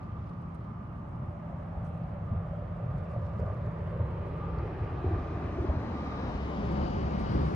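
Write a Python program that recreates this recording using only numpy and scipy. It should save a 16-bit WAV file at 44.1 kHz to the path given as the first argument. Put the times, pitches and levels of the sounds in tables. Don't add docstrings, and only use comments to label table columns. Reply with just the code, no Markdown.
import sys
import numpy as np
from scipy import signal
from scipy.io import wavfile
from scipy.ndimage import uniform_filter1d

SR = 44100
rng = np.random.default_rng(int(sys.argv[2]) if len(sys.argv) > 2 else 0)


def to_wav(sig):
    pcm = np.clip(np.atleast_2d(sig), -1, 1) * 32767
    pcm = np.round(pcm).astype(np.int16)
    wavfile.write(sys.argv[1], SR, pcm.T)


N = 332955
FFT, HOP = 2048, 512
HZ = np.fft.rfftfreq(FFT, 1 / SR)[:, None]
T = np.arange(N // HOP + 3) * HOP / SR

# f/Hz, left-right/dB
BACKGROUND_PAN = [(300, -1.8), (1000, -4), (2000, -1.5), (4500, 8), (9000, -3.5), (13000, -3.5)]


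def lorry():
    # t/s, water echo lag/ms, base left lead/ms, base left-right/dB
    path = [(0, 0.82, -0.099, 0.5), (1, 0.9, 0.059, 0), (2, 1.5, 0.03, -0.5), (3, 1.64, -0.0051, -1),
            (4, 1.96, -0.051, -0.5), (5, 2.57, 0.0052, 0.5), (5.6, 2.97, 0.093, 1), (6.2, 4.1, 0.16, 2),
            (6.8, 5.34, 0.32, 2.5), (7.55, 5.4, 0.4, 2)]
    # f/Hz, coherence
    coherence = [(60, 1), (200, 0.97), (700, 0.91), (1200, 0.56), (3000, 0.52), (8000, 0.25)]
    # f/Hz, factor on lead
    diffraction = [(60, 0.46), (260, 1.9), (520, 1.49), (900, 1.28), (1600, 0.97), (3000, 0.92)]
    # f/Hz, factor on left-right dB
    shadow = [(200, 0.2), (450, 0.1), (800, 3.5), (1300, 2.5), (2200, 0.5), (3200, 1.5), (4500, 3.5),
              (6500, 4.5), (9000, -1.5)]
    echo_ms, lead_ms, pan_db = columns(path, T)
    comb = water_echo(echo_ms)
    mag = np.sqrt(rolling_power(comb) + whine_power())
    sound = mag * noise() + comb * joint_slaps() + engine() + blower_whistle()
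    return stereo(sound, mag * noise(), at_hz(coherence),
                  lead_ms * at_hz(diffraction), pan_db * at_hz(shadow))


def rolling_power(comb):
    # t/s, deck rumble/dB, tyre roar/dB, tyre hiss/dB
    levels = [(0, -39, -52, -68), (.4, -41, -52.5, -72), (.8, -40.5, -50.5, -73), (1.6, -40.5, -49, -68),
              (2.0, -37.5, -48.5, -67.5), (2.4, -38.5, -48, -66.5), (2.8, -39, -49, -65),
              (3.2, -36.5, -46.5, -63.5), (3.6, -37.5, -45.5, -61), (4, -35, -45, -60.5),
              (4.8, -36, -42, -57.5), (5.4, -36, -40, -57.5), (6, -39, -38.5, -55),
              (6.35, -39.5, -38.5, -52.5), (6.7, -36.5, -35, -53.5), (7.1, -36, -35.5, -53.5),
              (7.35, -33.5, -34.5, -52), (7.55, -30.5, -35, -53.5)]
    # f/Hz, density/dB
    shudder_shape = [(12, -38.5), (25, -19.5), (40, -6.5), (52, -2.5), (65, -17), (100, -59.5), (200, -120)]
    rumble_shape = [(25, -46.5), (48, -17), (65, -4), (97, 1), (140, -3.5), (165, -10), (200, -5),
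                    (230, -15.5), (260, -29), (340, -48), (600, -120)]
    roar_shape = [(76, -35), (130, -8), (192, -3), (301, -7), (343, -7), (430, -10), (698, -12.5),
                  (1160, -17), (1320, -22.5), (2200, -33.5), (2860, -55), (4840, -120)]
    hiss_shape = [(900, -37), (1400, -5), (1900, -8), (2600, -11), (3400, -15), (4500, -19), (5500, -20.5),
                  (6500, -23.5), (7500, -32), (9500, -49.5), (12000, -63.5)]
    # t/s, tilt/(dB/kHz)
    air_loss = [(0, 1.6), (3, 4), (4.5, 4), (5.6, 1.4), (6.3, 1.5), (6.9, 1.2), (7.35, 1.5), (7.55, 1.5)]
    first_s, period_s, swell_s = 0.15, 0.556, 0.054
    to_joint_s = (T - first_s + period_s / 2) % period_s - period_s / 2
    joint = np.exp(-(to_joint_s / swell_s) ** 2)
    rumble_db, roar_db, hiss_db = columns(levels, T)
    air = gain(-columns(air_loss, T)[0] * HZ / 1000)
    shudder = at_level(gain(at_hz(shudder_shape)), -62 + 2.5 * T + 6.5 * joint)
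    rumble = at_level(gain(at_hz(rumble_shape)) * comb, rumble_db + 1.5 * joint)
    roar = at_level(gain(at_hz(roar_shape)) * comb, roar_db + 2.5 * joint)
    hiss = at_level(gain(at_hz(hiss_shape)) * air, hiss_db) * gain(1.5 * patches(bins=24, frames=14))
    return shudder ** 2 + rumble ** 2 + roar ** 2 + hiss ** 2


def water_echo(lag_ms):
    far, near, fade_at_s, fade_s = 0.69, 0.29, 5.43, 0.083
    reflection = near + (far - near) / (1 + np.exp((T - fade_at_s) / fade_s))
    ripple_loss = np.exp(-(HZ / 1100) ** 2)
    return abs(1 + reflection * ripple_loss * np.exp(-2j * np.pi * HZ * lag_ms / 1000))


def whine_power():
    # f at entry/Hz, width/Hz
    bands = [(2500, 320), (3130, 340), (4000, 440), (4920, 1000)]
    # t/s, then level/dB per band, low to high
    levels = [(4.2, -80, -83.5, -82.5, -88.5), (4.6, -65.5, -79, -79.5, -83), (5.0, -67.5, -80.5, -84, -87),
              (5.5, -63.5, -79.5, -75, -85), (5.8, -71, -78, -76, -76.5), (6.2, -66, -72, -64.5, -72.5),
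              (6.45, -71, -66, -72, -74), (6.65, -75, -67, -72, -70), (6.85, -70, -59, -70, -63),
              (7.0, -72, -64, -77, -67.5), (7.15, -70, -69, -77, -68), (7.3, -72, -61.5, -73, -63),
              (7.42, -71, -66, -67, -64.5), (7.55, -73, -71, -77, -69)]
    since_s = T - levels[0][0]
    sag = 1 - 0.02 * since_s
    entry_db = 40 * np.minimum(since_s, 0)
    return sum(band(hz * sag, width_hz, db + entry_db) ** 2
               for (hz, width_hz), db in zip(bands, columns(levels, T)))


def joint_slaps():
    # t/s, level/dB, f/Hz, rise/ms
    slaps = [(1.499, -41, 637, 1.8), (1.527, -37.5, 600, 2.2), (1.752, -43, 790, 2.4),
             (1.773, -44, 656, 2.2), (2.531, -39.5, 590, 3.4), (2.621, -40, 599, 1.8),
             (2.799, -40.5, 590, 3.4), (3.135, -39.5, 578, 3), (3.162, -35.5, 550, 1.7),
             (3.396, -30.5, 480, 1.4), (3.43, -38.5, 534, 3.5), (3.475, -39.5, 623, 4),
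             (3.5, -41, 606, 3.5), (3.525, -41, 500, 3.9), (3.928, -34, 556, 1.6), (3.96, -36, 469, 3),
             (3.995, -37, 590, 2.5), (4.478, -40, 450, 2.5), (5.044, -28, 365, 2.5),
             (5.108, -29.5, 333, 4.1), (5.189, -45, 348, 3.2), (5.4, -43, 343, 3.7), (5.585, -28, 370, 2.8),
             (5.62, -28.5, 298, 2.6), (5.643, -26.5, 352, 3.9), (5.697, -31.5, 556, 2.7),
             (6.771, -39, 329, 3.2), (6.837, -29, 328, 3.5), (7.349, -22.5, 322, 3)]
    half_width_hz, rise_s, decay_s, rattle_db = 217, 0.0072, 0.022, -5
    out, t = np.zeros(len(T) * HOP), np.arange(8000) / SR
    white = rng.standard_normal((len(slaps), len(t)))
    rattles = signal.lfilter(*signal.butter(2, half_width_hz, fs=SR), white)
    tails = rattles / rattles.std() * np.exp(-t / decay_s) * (1 - np.exp(-t / rise_s))
    for (s, db, hz, rise_ms), tail in zip(slaps, tails):
        rattle = gain(db + rattle_db) * tail * np.sin(2 * np.pi * hz * t)
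        add(out, s, knock(db, hz, rise_ms) + rattle)
    return stft(out)


def engine():
    full_at_s, full_db, fade_in_db_per_s = 6.2, -36, 35
    firing_hz, sag_hz_per_s = 70.5, 4.3
    dip_at_s, period_s, depth = 6.9, 0.351, 0.69
    since_s = T - full_at_s
    throb = 1 - depth * np.cos(np.pi * (T - dip_at_s) / period_s) ** 2
    db = full_db + fade_in_db_per_s * np.minimum(since_s, 0) + 20 * np.log10(throb)
    return tone(firing_hz - sag_hz_per_s * since_s, db, waver_hz=1.16)


def blower_whistle():
    # t/s, f/Hz, level/dB
    whistle = [(5.6, 13150, -120), (5.9, 13070, -97), (6.4, 12900, -98), (6.95, 12660, -100),
               (7.2, 12550, -120)]
    return tone(*columns(whistle, T), waver_hz=70)


def deck_booms():
    # t/s, level/dB, f/Hz
    blows = [(1.77, -27.5, 85), (2.309, -24, 105), (2.32, -34.5, 214), (2.361, -25.5, 95), (2.83, -26, 113),
             (2.882, -30.5, 122), (2.941, -29.5, 136), (3.165, -25, 107), (3.411, -24.5, 95),
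             (3.461, -28.5, 96), (3.96, -29, 97), (3.999, -20, 89.4), (4.047, -28, 83), (4.522, -30, 74),
             (4.81, -27, 95.5), (5.055, -22, 83), (5.116, -26, 86.5), (5.596, -23.5, 79), (5.687, -19, 73),
             (5.76, -24.5, 87), (6.202, -30.5, 80), (6.346, -24.5, 67.6), (6.963, -24.5, 72.6),
             (7.349, -26, 71.5), (7.407, -35, 72.7)]
    out = np.zeros(N)
    for s, db, hz in blows:
        add(out, s, knock(db, hz, rise_ms=9.4))
    return out


def tread_hum():
    # t/s, low band/dB, high band/dB
    levels = [(0, -69, -57.5), (.9, -64.5, -59), (1.3, -57, -59.5), (1.9, -54.5, -61), (2.3, -57, -57),
              (2.6, -54.5, -59.5), (3.0, -51.5, -55.5), (3.4, -53, -55.5), (4.1, -51.5, -56),
              (4.3, -54, -55), (4.48, -54.5, -46), (4.7, -53.5, -57.5), (4.95, -54.5, -50.5),
              (5.07, -52, -57), (5.15, -54.5, -44), (5.4, -51.5, -52), (5.6, -51, -52), (5.72, -53, -57),
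              (5.9, -55, -55), (6.16, -58, -46), (6.3, -59, -56), (6.5, -56, -56), (6.75, -51, -57),
              (7.3, -58, -55), (7.55, -52, -65)]
    # f/Hz, width/Hz, coherence, left lead/ms, left-right/dB
    bands = [(587.7, 64, 0.62, -0.26, -3), (1194.6, 69, 0.53, -0.11, -2)]
    line_hz, fade_from_s, fade_db_per_s = 587, 4.6, 25.5
    low_db, high_db = columns(levels, T)
    fade_db = fade_db_per_s * np.maximum(T - fade_from_s, 0)
    low_line = tone(np.full(len(T), line_hz), low_db - 3 - fade_db, waver_hz=4.5)
    out = np.zeros((2, N))
    for (hz, width_hz, *placement), db, line in zip(bands, (low_db, high_db), (low_line, 0)):
        mag = band(hz, width_hz, db)
        out += stereo(mag * noise() + line, mag * noise(), *placement)
    return out


def drone():
    # t/s, f/Hz, level/dB
    track = [(0, 166, -51), (.5, 166.6, -48.5), (1, 166.2, -50), (1.5, 166, -44), (2, 166, -42.5),
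             (2.5, 166, -43), (3.0, 165.9, -43.5), (3.4, 165.5, -44.5), (3.9, 164.8, -42),
             (4.4, 164.8, -43.5), (5.1, 164.7, -45.5), (5.5, 164.5, -46), (6.0, 163, -51),
             (6.9, 161.5, -48), (7.2, 160.5, -45), (7.55, 160, -42)]
    hz, db = columns(track, T)
    sound = tone(hz, db + 0.7 * drift(len(T), 12), waver_hz=1.2)
    return stereo(sound, 0, coherence=1, lead_ms=-0.02, pan_db=0.1)


def far_traffic():
    # f/Hz, density/dB
    shape = [(130, -30.5), (220, -6), (300, -8.5), (420, -14.5), (600, -10.5), (1000, -12.5), (1300, -14),
             (1500, -23), (2200, -30), (3000, -37.5), (4200, -54), (6000, -53), (8000, -62.5),
             (9500, -54.5), (11500, -71), (14000, -68.5)]
    # f/Hz, coherence
    coherence = [(200, 1), (400, 0.14), (1200, 0.26), (2500, 0.2), (5000, .2), (10000, 0.34), (13000, 0.83)]
    mag = at_level(gain(at_hz(shape)), db=-51) * gain(0.32 * patches(bins=30, frames=8))
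    return stereo(mag * noise(), mag * noise(), at_hz(coherence),
                  lead_ms=-0.26, pan_db=at_hz(BACKGROUND_PAN))


def wind():
    # f/Hz, density/dB
    shape = [(15, -22.5), (30, -12.5), (55, 2), (90, -5.5), (150, -15.5), (300, -48.5), (1000, -130)]
    mag = at_level(gain(at_hz(shape)), db=-69.5 + 5 * drift(len(T), 9))
    return stereo(mag * noise(), mag * noise(), coherence=0, lead_ms=0, pan_db=0)


def grass_rustle():
    # f/Hz, density/dB
    shape = [(2000, -41.5), (3500, -4), (5000, -2), (7500, -0.5), (9500, 0.5), (10500, -7), (11700, -26),
             (12800, -9), (14300, -10), (15200, -21.5)]
    # t/s, half length/s, level/dB
    swells = [(.25, .36, -83.5), (3.32, 0.42, -79)]
    floor_db = -91
    flicker_db = 2.8 * drift(N, 400)
    swell_db = sum((db - floor_db) * np.exp(-((T - s) / half_s) ** 2) for s, half_s, db in swells)
    crackle = band(hz=4000, width_hz=3800, db=floor_db + swell_db)
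    mag = np.hypot(at_level(gain(at_hz(shape)), rustle_db(T)), crackle)
    out = stereo(mag * noise(), mag * noise(), coherence=0.15,
                 lead_ms=-0.19, pan_db=at_hz(BACKGROUND_PAN))
    return out * gain(flicker_db)


def grass_ticks():
    # t/s, level/dB, f/Hz, left-right/dB
    loud = [(0.0313, -64, 4270, 4), (0.05, -70, 4700, 3), (0.121, -64, 3100, 3), (0.168, -67, 3400, 6),
            (0.191, -64, 3630, 2.5), (0.229, -71, 5100, 3), (0.243, -65, 3100, 2), (0.272, -71, 4700, 4),
            (0.2962, -68, 4230, 9), (0.4184, -68, 8580, -1), (0.488, -74, 8000, -1),
            (0.5482, -60.5, 9200, -9), (0.553, -66, 4000, 2), (0.9248, -70, 14010, 7),
            (1.5863, -74, 7600, -9), (1.8485, -68, 9520, -11), (1.852, -70, 6000, -6),
            (1.8525, -73, 9400, -10), (1.862, -72, 6500, -8), (1.8645, -73, 8200, -8),
            (1.8788, -69, 9000, -15), (1.8908, -66, 9300, -12), (1.9435, -70, 9000, -6),
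            (1.9785, -70, 9000, -17), (2.0155, -74, 8600, -9), (2.0358, -66, 4710, -4),
            (2.2498, -73, 7710, -7), (3.035, -72, 9110, -13), (3.1193, -71, 7640, -11),
            (3.3942, -64.5, 7000, -6), (3.4025, -64, 4900, -2), (3.397, -73, 13600, 0),
            (3.402, -71, 14200, 0), (3.4092, -69, 13500, -2), (3.478, -75, 9900, -6), (3.498, -71, 6200, 2),
            (3.5189, -74, 14200, 4), (4.0647, -72, 9500, -14), (4.2293, -76, 8880, -6),
            (4.587, -56, 4480, -3), (4.784, -71, 9340, -6), (5.0105, -74, 11700, 1), (5.2, -71, 14200, 0),
            (5.43, -72, 13800, 0), (6.2048, -67, 14000, -1), (6.7211, -63, 7830, 6),
            (7.0259, -72, 7980, 11), (7.1972, -62, 8600, -7), (7.1972, -66, 12000, 0),
            (7.208, -63, 14500, 5), (7.3068, -70, 13800, 0.5), (7.3265, -65, 14400, 2),
            (7.3272, -70, 9000, 0), (7.495, -68, 10000, -2)]
    small_per_s, ring_cycles, snap_cycles, rise_s = 160, 5.5, 1.1, 0.0001
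    when, weakness, pitch, side = rng.random((round(small_per_s * N / SR), 4)).T
    small_s = when * N / SR
    small_db = rustle_db(small_s) + 4 - 3 * np.log(weakness + 0.02)
    small = np.transpose([small_s, small_db, 3500 + 6300 * pitch, 1.5 - 8 * side])
    out, t = np.zeros((2, N)), np.arange(200) / SR
    for s, db, hz, pan_db in list(loud) + list(small):
        decay = np.exp(-t * hz / ring_cycles) + np.exp(-t * hz / snap_cycles)
        tick = (1 - np.exp(-t / rise_s)) * decay * np.sin(2 * np.pi * hz * t)
        add(out, s, gain(db + np.array([[pan_db], [-pan_db]]) / 2) * tick)
    return out


def rustle_db(t):
    # t/s, level/dB
    breeze = [(0, -97), (.6, -94), (1.5, -90), (2.6, -91.5), (3.45, -87), (4.6, -88.5), (6.4, -85),
              (6.8, -82), (7.2, -84.5), (7.55, -76)]
    # t/s, peak/dB
    brushes = [(.03, -86), (.3, -87), (.55, -82), (1.09, -87), (1.86, -77), (1.95, -85), (2.27, -90),
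               (2.56, -85), (3.12, -79), (3.4, -78), (5.2, -83), (5.43, -82), (7.2, -71), (7.33, -73),
               (7.46, -77)]
    brush_s = 0.012
    bursts = sum(gain(db) * np.exp(-abs(t - s) / brush_s) for s, db in brushes)
    return 20 * np.log10(np.hypot(gain(columns(breeze, t)[0]), bursts))


def stereo(sound, other, coherence, lead_ms, pan_db):
    mid = np.sqrt((1 + coherence) / 2) * sound
    side = np.sqrt((1 - coherence) / 2) * other
    steer = np.exp(1j * np.pi * HZ * lead_ms / 1000) * gain(pan_db / 2)
    both = np.array([(mid + side) * steer, (mid - side) / steer])
    return signal.istft(both, nperseg=FFT, noverlap=FFT - HOP)[1][:, :N]


def knock(db, hz, rise_ms):
    t = np.arange(8000) / SR
    age = t * 1000 / rise_ms
    return gain(db) * age * np.exp(1 - age) * np.sin(2 * np.pi * hz * t)


def tone(hz, db, waver_hz):
    t = np.arange(len(T) * HOP) / SR
    pitch_hz = np.interp(t, T, hz) + waver_hz * drift(len(t), 3000)
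    phase = 2 * np.pi * np.cumsum(pitch_hz) / SR
    return stft(np.sqrt(2) * gain(np.interp(t, T, db)) * np.sin(phase))


def band(hz, width_hz, db):
    return at_level(1 / (1 + (2 * (HZ - hz) / width_hz) ** 2), db)


def noise():
    return stft(rng.standard_normal(len(T) * HOP, dtype=np.float32))


def drift(count, span):
    return uniform_filter1d(rng.standard_normal(count), span) * np.sqrt(span)


def patches(bins, frames):
    field = uniform_filter1d(rng.standard_normal((len(HZ), len(T))), bins, axis=0)
    field = uniform_filter1d(field, frames, axis=1)
    return field / field.std()


def at_level(shape, db):
    return shape / np.sqrt(np.mean(shape ** 2, axis=0)) * gain(db)


def at_hz(rows):
    hz, value = np.transpose(rows)
    return np.interp(np.log(HZ + 1), np.log(hz + 1), value)


def columns(rows, t):
    times, *values = np.transpose(rows)
    return [np.interp(t, times, column) for column in values]


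def stft(x):
    return signal.stft(x, nperseg=FFT, noverlap=FFT - HOP)[2][:, :len(T)]


def gain(db):
    return 10 ** (np.asarray(db) / 20)


def add(mix, start_s, sound):
    part = mix[..., round(start_s * SR):][..., :sound.shape[-1]]
    part += sound[..., :part.shape[-1]]


def scene():
    bridge = lorry() + deck_booms() + tread_hum()
    return bridge + drone() + far_traffic() + wind() + grass_rustle() + grass_ticks()


def record(dry):
    low_hz, high_hz = 28, 15200
    thinned = signal.sosfilt(signal.butter(2, low_hz, "high", fs=SR, output="sos"), dry)
    lowpass = signal.firwin(511, high_hz, window=("kaiser", 9), fs=SR)
    return signal.oaconvolve(thinned, lowpass[None], "same")


dry = scene()
out = record(dry)
to_wav(out)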